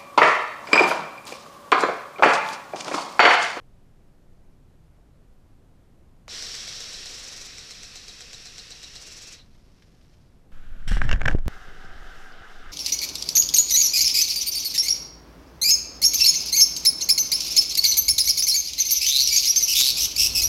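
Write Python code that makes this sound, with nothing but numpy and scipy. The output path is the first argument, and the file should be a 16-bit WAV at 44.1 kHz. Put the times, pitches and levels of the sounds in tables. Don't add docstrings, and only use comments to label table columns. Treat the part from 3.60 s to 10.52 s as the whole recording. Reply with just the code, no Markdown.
import sys
import numpy as np
from scipy import signal
from scipy.fft import rfft, irfft
from scipy.io import wavfile

SR = 44100
rng = np.random.default_rng(int(sys.argv[2]) if len(sys.argv) > 2 else 0)


def to_wav(sig):
    pcm = np.clip(np.atleast_2d(sig), -1, 1) * 32767
    pcm = np.round(pcm).astype(np.int16)
    wavfile.write(sys.argv[1], SR, pcm.T)


N = 305127
TIME = np.arange(N) / SR
BINS = np.fft.rfftfreq(N, 1 / SR)

# (frequency [Hz], relative level per Hz [dB])
JET_FULL_COLOUR = [(120, -13), (250, -8), (500, -6.5), (930, -11.5), (1300, -6.5), (1900, -2.5), (2900, -1),
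                   (3900, 2), (4900, 3), (5600, 6.5), (6600, -4), (7900, -6.5), (8800, -14), (13500, -24.5)]
# (frequency [Hz], relative level per Hz [dB])
JET_THIN_COLOUR = [(120, -31), (250, -14.5), (450, -6), (600, -12.5), (930, -14), (1300, -7.5), (1900, -4),
                   (3200, -4.5), (3900, -0.5), (4900, -1.5), (5600, 2.5), (6600, -7), (7900, -10.5),
                   (8800, -17), (13500, -26.5)]
# (frequency [Hz], width [Hz], lift over the hiss [dB])
HEAD_RESONANCES = [(215, 40, 3), (330, 30, 2), (452, 45, 5), (535, 25, 3), (725, 45, 4), (1100, 90, 2),
                   (1860, 60, 2), (3276, 22, 7), (3540, 25, 2.5), (3674, 20, 2.5), (3755, 45, 2),
                   (3915, 65, 5), (4154, 45, 3.5), (4281, 25, 2.5), (4402, 32, 5), (4537, 20, 4),
                   (4702, 60, 3), (4887, 25, 3), (5037, 25, 3), (5185, 27, 2.5), (5378, 50, 5),
                   (5534, 70, 2.5), (5750, 250, 1.5), (5958, 15, 5)]
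# (frequency [Hz], relative level per Hz [dB])
FAN_COLOUR = [(200, -13.5), (500, -3), (1000, -13.5), (2500, -11), (4000, -11), (5600, 4), (7000, -1),
              (8100, -3.5), (8900, -17), (10000, -10), (11000, -27), (13500, -17.5)]
# (frequency [Hz], relative level per Hz [dB])
SLAP_COLOUR = [(150, -23), (500, -10), (950, -17), (1700, 0.5), (3000, -3), (4200, -1.5), (5700, 6),
               (6700, -2), (8100, -1), (8900, -18), (10000, -18), (11000, -25), (13500, -22)]
# (frequency [Hz], relative level per Hz [dB])
VALVE_COLOUR = [(100, -12), (500, 8), (1200, 1.5), (3800, -7), (7000, -5), (9000, -19), (13500, -24)]
# (frequency [Hz], relative level per Hz [dB])
DROP_COLOUR = [(300, -20), (900, -3.5), (2000, 0.5), (3500, 0), (5400, 3), (6500, -4), (8000, -11.5),
               (13000, -19)]
# (frequency [Hz], relative level per Hz [dB])
SPLAT_COLOUR = [(300, -15), (900, -4), (1700, 2), (3000, 3), (4200, -2), (5600, -1), (6500, -6),
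                (8000, -19), (13000, -36)]
# (frequency [Hz], relative level per Hz [dB])
FIZZ_COLOUR = [(2000, -11.5), (3500, -8), (3950, 5), (4200, 1), (4600, -13), (5800, -20), (8000, -38)]
# (frequency [Hz], relative level per Hz [dB])
NIGHT_COLOUR = [(8.8, -34), (15, 3.5), (27, -6), (43, -9), (139, -14.5), (213, -19.5), (253, -21),
                (474, -28.5), (546, -29), (630, -31.5), (686, -31), (815, -34.5), (2700, -46),
                (13700, -55.5)]

# (frequency [Hz], relative level [dB], time to fall 60 dB [s])
HEAD_RING = [(3810, -1.5, 0.029), (3910, -3, 0.056), (4145, 0.5, 0.058), (4420, -1.5, 0.015),
             (4560, -6, 0.038), (4700, -3.5, 0.032), (5200, -6, 0.043), (5340, -0.5, 0.023),
             (5600, -5, 0.011), (5900, -9, 0.022), (5920, 0.5, 0.02), (7170, -7, .012), (8200, -14, 0.01)]
# (frequency [Hz], typical level [dB], time to fall 60 dB [s])
HOUSING_TONES = [(452, -56, 0.13), (719, -58, 0.14)]
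# (time [s], level [dB])
PRESSURE_KNOCKS = [(2.6918, -39), (5.797, -53), (5.82, -62)]
# (time [s], level [dB])
BIG_DROPS = [(5.946, -66), (5.952, -63), (6.172, -65), (6.186, -66), (6.223, -52), (6.231, -68),
             (6.413, -60.5), (6.538, -59)]
# (first stroke [s], last stroke [s], slap in the jet [dB], knock on the head [dB])
STEPPING = [(2.824, 3.458, -34, -34.5), (3.9827, 5.3555, -36, -36.5)]
# (first stroke [s], last stroke [s], rough spacing [s], typical level [dB])
SWINGS = [(3.506, 3.861, 0.0443, -43), (5.423, 5.730, 0.051, -44.5)]

VALVE_S, RISE_S, SHUT_S, FALL_DB_PER_S = 2.6807, 0.021, 5.745, 246
VALVE_DB, NIGHT_DB = -36, -52
JET_DB, SURGE_DB, SETTLE_AT_S, SETTLE_S = -46.5, 11, 3.593, 0.31
THIN_AT_S, THIN_S, THIN_SHARE = 3.62, 0.061, 0.83
STROKE_S = 0.125
SLAP_FADE_DB_PER_S, KNOCK_GROW_DB_PER_S, STROKE_VARY_DB = 2.4, 2.5, 0.9
HOLLOW_HZ, HOLLOW_RISE_HZ, HOLLOW_DB = 2474, 290.3, -59.5
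FLIGHT_S, PATTER_DB, PATTER_FADE_DB_PER_S = 0.82, -69.5, 52
EDGE_HZ = 13900


def jet(grain=0.35, sputter_db=0.45):
    rush = noise() + grain * droplets(per_s=3000, spread_db=4.0)
    rush = rush * amp(sputter_db * wander(rate_hz=57))
    lift_db = sum(db / (1 + (2 * (BINS - hz) / width) ** 2) for hz, width, db in HEAD_RESONANCES)
    rush = irfft(rfft(rush) * amp(lift_db), N)
    thin = THIN_SHARE * ease(THIN_AT_S, THIN_S)
    blend = (1 - thin) * colour(rush, JET_FULL_COLOUR) + thin * colour(rush, JET_THIN_COLOUR)
    surge_db = SURGE_DB * (1 - ease(SETTLE_AT_S, SETTLE_S))
    return pressure() * amp(JET_DB + surge_db) * blend


def hollow(width_hz=480, waver_db=1.4):
    band = wander(width_hz / 2) + 1j * wander(width_hz / 2)
    band = band * amp(waver_db * wander(rate_hz=8.9))
    centre_hz = HOLLOW_HZ + HOLLOW_RISE_HZ * aim()
    carrier = np.exp(2j * np.pi * np.cumsum(centre_hz) / SR)
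    return amp(HOLLOW_DB) * pressure() * ease(THIN_AT_S, THIN_S) * (band * carrier).real


def pressure():
    opening = 1 - np.exp(-np.maximum(TIME - VALVE_S, 0) / RISE_S)
    return opening * amp(-FALL_DB_PER_S * np.maximum(TIME - SHUT_S, 0))


def aim():
    points = []
    for steps, swing in zip(STEPPING, SWINGS):
        points += [(steps[0], 0), (steps[1], 1), (swing[1], 0)]
    return curve(points)


def slow_strokes():
    rows = []
    for first, last, slap_db, knock_db in STEPPING:
        for s in beats(first, last, STROKE_S):
            along_s = s - (first + last) / 2
            slap_luck, knock_luck = STROKE_VARY_DB * rng.standard_normal(2)
            slap = slap_db - SLAP_FADE_DB_PER_S * along_s + slap_luck
            knock = knock_db + KNOCK_GROW_DB_PER_S * along_s + knock_luck
            rows.append((s, slap, knock))
    return rows


def slaps(strokes, peak_s=0.0015, width_s=0.0017, graze_db=-11, graze_s=0.0057,
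          fan_db=-10, fan_delay_s=0.0045, fan_decay_s=0.022):
    s, db, _ = np.transpose(strokes)
    slap = puffs(s + peak_s, db, width_s) * colour(noise(), SLAP_COLOUR)
    graze = puffs(s, db + graze_db, graze_s)
    fan = bursts(s + fan_delay_s, db + fan_db, fan_decay_s)
    return slap + np.hypot(graze, fan) * colour(noise(), FAN_COLOUR)


def flutter(width_s=0.015, vary_db=0.6):
    strokes = []
    for first, last, period, db in SWINGS:
        for s in beats(first, last, period):
            strokes.append((s, db + vary_db * rng.standard_normal()))
    return puffs(*np.transpose(strokes), width_s) * colour(noise(), FAN_COLOUR)


def knocks(strokes, flight_s=0.007, bounce_s=0.0065, bounce_db=-1, scatter_s=0.0008):
    out = np.zeros(N)
    for s, _, db in strokes:
        landing = s + flight_s + scatter_s * rng.standard_normal()
        add(out, landing, clink(db))
        add(out, landing + bounce_s, clink(db + bounce_db))
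    return out


def pressure_knocks():
    out = np.zeros(N)
    for s, db in PRESSURE_KNOCKS:
        add(out, s, clink(db))
    return out


def clink(db, vary_db=3.5, contact_s=0.00037):
    t = TIME[:SR // 6]
    hz, level, t60 = np.transpose(HEAD_RING)[:, :, None]
    height = amp(level + vary_db * rng.standard_normal(hz.shape))
    start = rng.random(hz.shape)
    modes = height * amp(-60 * t / t60) * np.sin(2 * np.pi * (hz * t + start))
    cushion = 1 - np.exp(-t / contact_s)
    return amp(db) * cushion * modes.sum(0) / np.sqrt(np.sum(height ** 2) / 2)


def housing(strokes, vary_db=1.5):
    out, t = np.zeros(N), TIME[:SR // 3]
    for s, _, _ in strokes:
        for hz, db, t60 in HOUSING_TONES:
            level_db = db + vary_db * rng.standard_normal() - 60 * t / t60
            add(out, s, amp(level_db) * np.sin(2 * np.pi * hz * t))
    return out


def valve(decay_s=0.0025):
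    return bursts([VALVE_S], [VALVE_DB], decay_s) * colour(noise(), VALVE_COLOUR)


def drain(at_s=5.795, level_db=-53, width_s=0.029):
    return puffs([at_s], [level_db], width_s) * colour(noise(), FIZZ_COLOUR)


def patter(splat_s=0.0049):
    build = np.clip((TIME - VALVE_S) / FLIGHT_S, 0, 1)
    fade = amp(-PATTER_FADE_DB_PER_S * np.maximum(TIME - SHUT_S - FLIGHT_S, 0))
    fine = amp(PATTER_DB) * build * fade * colour(droplets(per_s=980, spread_db=1.0), DROP_COLOUR)
    big = bursts(*np.transpose(BIG_DROPS), splat_s) * colour(noise(), SPLAT_COLOUR)
    return fine + big


def yard(x, wall_s=0.008, wall_db=-22, scatter_db=-14, t60=0.13):
    t = TIME[:SR // 2]
    tail = rng.standard_normal(len(t)) * amp(-60 * t / t60) * (t > wall_s)
    tail = tail / np.linalg.norm(tail)
    echo = np.interp(TIME - wall_s, TIME, x)
    return x + amp(wall_db) * echo + amp(scatter_db) * signal.oaconvolve(x, tail)[:N]


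def night():
    return amp(NIGHT_DB) * colour(noise(), NIGHT_COLOUR)


def amp(db):
    return 10 ** (np.asarray(db) / 20)


def unit(x):
    return x / np.sqrt(np.mean(x ** 2) + 1e-20)


def noise():
    return rng.standard_normal(N)


def colour(x, points):
    hz, db = np.transpose(points)
    gain = amp(np.interp(np.log(BINS + 1), np.log(hz), db))
    return unit(irfft(rfft(x) * gain, N))


def wander(rate_hz):
    return unit(irfft(rfft(noise()) / (1 + (BINS / rate_hz) ** 4), N))


def droplets(per_s, spread_db):
    sizes = amp(spread_db * np.minimum(rng.exponential(1, N), 4)) * np.sign(noise())
    return unit(sizes * (rng.random(N) < per_s / SR))


def bursts(times, dbs, decay_s):
    kicks = np.zeros(N)
    kicks[np.round(np.asarray(times) * SR).astype(int)] = amp(dbs)
    return signal.lfilter([1], [1, -np.exp(-1 / (decay_s * SR))], kicks)


def puffs(times, dbs, width_s):
    return sum(amp(db) * np.exp(-((TIME - s) / width_s) ** 2) for s, db in zip(times, dbs))


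def beats(first_s, last_s, period_s):
    return np.linspace(first_s, last_s, round((last_s - first_s) / period_s) + 1)


def ease(at_s, over_s):
    return 0.5 + 0.5 * np.tanh((TIME - at_s) / (2 * over_s))


def curve(rows):
    return np.interp(TIME, *np.transpose(rows))


def add(mix, s, sound):
    part = mix[round(s * SR):][:len(sound)]
    part += sound[:len(part)]


def scene():
    strokes = slow_strokes()
    water = jet() + hollow() + slaps(strokes) + flutter() + drain() + patter()
    water = water * (TIME > VALVE_S)
    hard_parts = knocks(strokes) + pressure_knocks() + housing(strokes) + valve()
    return (yard(water + hard_parts) + night())[None]


def record(dry):
    lowpass = signal.firwin(511, EDGE_HZ, window=("kaiser", 8), fs=SR)
    return signal.oaconvolve(dry, lowpass[None], "same")


dry = scene()
out = record(dry)
to_wav(out)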